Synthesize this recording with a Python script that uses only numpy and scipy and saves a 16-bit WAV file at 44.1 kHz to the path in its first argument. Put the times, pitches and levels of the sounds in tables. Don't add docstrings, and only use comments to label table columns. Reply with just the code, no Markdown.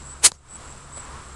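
import sys
import numpy as np
from scipy.fft import rfft, irfft, next_fast_len
from scipy.io import wavfile
from scipy.ndimage import uniform_filter1d, minimum_filter1d, map_coordinates

SR = 44100
rng = np.random.default_rng(int(sys.argv[2]) if len(sys.argv) > 2 else 0)


def transcribe(u):
    v = np.clip(np.atleast_2d(u).T, -1, 1)
    q = np.round(v * 32767).astype(np.int16)
    wavfile.write(sys.argv[1], SR, q)


N = 59535


def amp(db):
    return 10 ** (np.asarray(db) / 20)


def unit(x):
    return x / np.sqrt(np.mean(x ** 2) + 1e-20)


def clock():
    return np.arange(N) / SR


def curve(rows):
    return np.interp(clock(), *np.transpose(rows))


def wobble(rate):
    return map_coordinates(rng.standard_normal(int(N * rate / SR) + 4), [clock() * rate])


def filtered(x, response):
    size = next_fast_len(N + 8192)
    return irfft(rfft(x, size) * response(np.fft.rfftfreq(size, 1 / SR)), size)[:N]


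def noise(spectrum):
    f, db = np.transpose(spectrum)
    colour = lambda hz: amp(np.interp(np.log(hz + 1), np.log(f), db))
    return unit(filtered(rng.standard_normal(N), colour))


def burst(start, rise, t60):
    t = np.maximum(clock() - start, 0)
    return (1 - np.exp(-t / rise)) * np.exp(-np.log(1000) * t / t60)


def swell(middle, width):
    return np.exp(-.5 * ((clock() - middle) / width) ** 2)


def spit(peak_s=.2529, hold_s=.013, peak_db=4, rise_db_per_s=1722, fall_db_per_s=1121.5):
    # f/Hz, level/dB
    jet = [(60, -24.5), (170, -27.5), (300, -20), (520, -17.5), (1000, -13), (1400, -11.5), (2300, -6.5),
           (3100, -9), (4200, -5), (5500, -5.5), (6500, -3), (8200, -2), (9200, -3), (10200, -1),
           (10900, -13), (11900, -19.5), (12700, -41), (15800, -64)]
    # f/Hz, bandwidth/Hz, gain/dB
    formants = [(2200, 400, -1), (4180, 90, 4.5), (4635, 200, 2), (6560, 400, 1.5), (9000, 2900, 3.5)]
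    mouth = lambda hz: amp(sum(db / (1 + (2 * (hz - f) / width) ** 2) for f, width, db in formants))
    t = clock() - peak_s
    force_db = rise_db_per_s * np.minimum(t, 0) - fall_db_per_s * np.maximum(t - hold_s, 0)
    return unit(filtered(noise(jet), mouth)) * amp(peak_db + force_db + .5 * wobble(800))


def puff(level_db=-21):
    # f/Hz, level/dB
    airflow = [(30, -5.5), (65, 4.5), (130, -12), (230, -3.5), (360, 3), (560, -5.5), (800, 0.5),
               (1500, -7), (3000, -8), (12000, -69)]
    return amp(level_db) * noise(airflow) * swell(middle=.2644, width=.017)


def click(rise_s=.0002, crack_db=4.5, crack_t60_s=.007, cutoff_hz=11500):
    # t/s, level/dB
    impulses = [(0.3158, -28.5), (0.3182, -14.5)]
    # f/Hz, level/dB, T60/s
    modes = [(190, -10, 0.035), (520, -5.5, .016), (950, -8.5, 0.021), (1460, -10, 0.01),
             (2150, -12.5, 0.011), (4300, -5, 0.0065), (7380, 1, .006)]
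    # f/Hz, level/dB
    snap = [(200, 3), (1500, -4), (3100, -18), (4200, -2), (6300, -3), (7600, -7), (10000, -10),
            (11500, -18), (13000, -70)]
    mode = lambda s, hz, t60: burst(s, rise_s, t60) * np.sin(2 * np.pi * (hz * clock() + rng.random()))
    ring = sum(amp(db + level) * mode(s, hz, t60) for s, db in impulses for hz, level, t60 in modes)
    crack = noise(snap) * sum(amp(db + crack_db) * burst(s, rise_s, crack_t60_s) for s, db in impulses)
    return filtered(ring + crack, lambda hz: 1 / (1 + (hz / cutoff_hz) ** 30))


def trailing_hiss(middle_s=.341, level_db=-41, whistle_hz=6300, sag_hz_per_s=30000, whistle_db=-8):
    # f/Hz, level/dB
    hiss = [(300, 0.5), (2200, -6), (3600, -12), (4800, -3), (6500, -1.5), (8200, -1.5), (9300, -14),
            (10300, -2), (11600, -22), (12600, -70)]
    pitch = whistle_hz - sag_hz_per_s * (clock() - middle_s) + 120 * wobble(400)
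    whistle = unit(np.sin(2 * np.pi * np.cumsum(pitch) / SR))
    return amp(level_db) * swell(middle_s, width=.017) * (noise(hiss) + amp(whistle_db) * whistle)


def paw_step(start_s=.97, pat_db=-31.5, rustle_db=-41.5, lag_s=.0049):
    # f/Hz, level/dB
    ground = [(80, 7.5), (300, -4), (550, 6), (1000, -4), (2000, -5.5), (6000, -35), (12000, -70)]
    # f/Hz, level/dB
    grass = [(300, -9), (550, 18), (900, -14), (2200, -4), (4500, -1), (7000, -3), (9700, 4.5),
             (11500, -15), (12800, -70)]
    crackle = unit(noise(grass) * amp(2 * wobble(700)))
    pat = amp(pat_db) * noise(ground) * burst(start_s, rise=.001, t60=.032)
    return pat + amp(rustle_db) * crackle * swell(start_s + lag_s, width=.0075)


def crickets(swell_db=4.5, waver_hz=79, rough_db=2.5):
    # t/s, length/s, end level/dB, f/Hz, stroke rate/Hz, sag in a stroke/Hz, sounding share of a stroke
    chirps = [(-.031, .09, -41.5, 7650, 97, 400, 0.53), (.058, .085, -34.5, 7910, 106, 130, .85),
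              (.3345, .06, -46, 7660, 98, 410, .6), (.4965, .075, -31.5, 7914, 107, 130, .85),
              (0.654, .08, -39.5, 7660, 103, 300, 0.66), (0.926, .085, -33, 7920, 120, 128.8, .85),
              (1.01, .05, -38, 7660, 101, 400, 0.55), (1.321, .06, -44, 7500, 100, 400, .6)]
    out = np.zeros(N)
    for start, length, db, hz, rate, sag_hz, share in chirps:
        strokes = (clock() - start) * rate
        total = np.round(length * rate)
        along = np.clip(strokes % 1 / share, 0, 1)
        gate = np.sqrt(np.abs(np.sin(np.pi * along))) * (strokes > 0) * (strokes < total)
        pitch = hz - sag_hz * (along - .5) + waver_hz * wobble(700)
        level_db = db - swell_db * (1 - np.clip(strokes / total, 0, 1)) + rough_db * wobble(700)
        out += gate * amp(level_db) * np.sin(2 * np.pi * np.cumsum(pitch) / SR)
    return out


def insect_chorus(level_db=-52, flutter_db=2):
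    # f/Hz, level/dB
    band = [(4000, -77), (6900, -18.5), (7400, 1), (7900, 0), (8400, -3.5), (8900, -21.5), (12000, -67.5)]
    return amp(level_db) * unit(noise(band) * amp(flutter_db * wobble(200)))


def moving_air():
    # f/Hz, level/dB
    spectrum = [(25, 4), (90, 0), (180, -5), (400, -8.5), (700, -10), (1200, -18), (2000, -20),
                (3500, -19.5), (6000, -20), (9000, -19), (10300, -25.5), (11200, -40.5), (11900, -40.5),
                (12700, -81.5)]
    # t/s, level/dB
    levels = [(0, -45), (.2, -47.5), (.42, -46.5), (.62, -42.5), (.88, -47.5), (1.12, -43), (1.35, -46.5)]
    return noise(spectrum) * amp(curve(levels))


def traffic(drift_db=1.96):
    # f/Hz, level/dB
    spectrum = [(400, -37.5), (750, -11.5), (980, 0.5), (1300, -0.5), (1700, -8), (2800, -17.5),
                (6000, -29), (12000, -83.5)]
    # t/s, level/dB
    levels = [(0, -49), (.2, -52), (.65, -48), (.88, -50), (1.09, -44), (1.22, -46.5), (1.35, -43.5)]
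    return noise(spectrum) * amp(curve(levels) + drift_db * wobble(20))


def motor_hum(hum_hz=68.1, waver_hz=2, waver_db=.96):
    # t/s, fundamental level/dB, octave level/dB
    levels = [(0, -47.5, -47.5), (.2, -47.5, -57), (.4, -45.5, -51.5), (.55, -52, -52.5), (.68, -44.5, -58),
              (.81, -59.5, -49), (.95, -49.5, -50.5), (1.03, -52.5, -71), (1.15, -40, -46),
              (1.25, -50, -59.5), (1.33, -42.5, -59)]
    times, *harmonics = np.transpose(levels)
    phase = 2 * np.pi * np.cumsum(hum_hz + waver_hz * wobble(16)) / SR
    return sum(unit(np.sin(k * phase)) * amp(np.interp(clock(), times, db) + waver_db * wobble(16))
               for k, db in enumerate(harmonics, 1))


def scene():
    cats = spit() + puff() + click() + trailing_hiss() + paw_step()
    return (cats + crickets() + insect_chorus() + moving_air() + traffic() + motor_hum())[None]


def record(dry):
    limit_db, sense_s, hold_s, recover_s = -7.5, .004, .18, .066
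    bass_hz, bass_share = 160, .61
    ceiling, top_hz = .84, 15800
    x, = dry
    power = np.abs(uniform_filter1d(x ** 2, int(sense_s * SR)))
    over_db = np.maximum(10 * np.log10(power + 1e-12) - limit_db, 0)
    half = int(hold_s * SR / 2)
    held_db = -minimum_filter1d(-over_db, 2 * half + 1, origin=half, mode="constant")
    fade = np.exp(-clock() / recover_s)
    duck_db = np.maximum.accumulate(held_db / fade) * fade
    bass = filtered(x, lambda hz: 1 / (1 + (hz / bass_hz) ** 8))
    ducked = (x - bass) * amp(-duck_db) + bass * amp(-bass_share * duck_db)
    rounded = ducked / (1 + (ducked / ceiling) ** 8) ** (1 / 8)
    return filtered(rounded, lambda hz: np.clip((top_hz - hz) / 300 + .5, 0, 1))[None]


dry = scene()
out = record(dry)
transcribe(out)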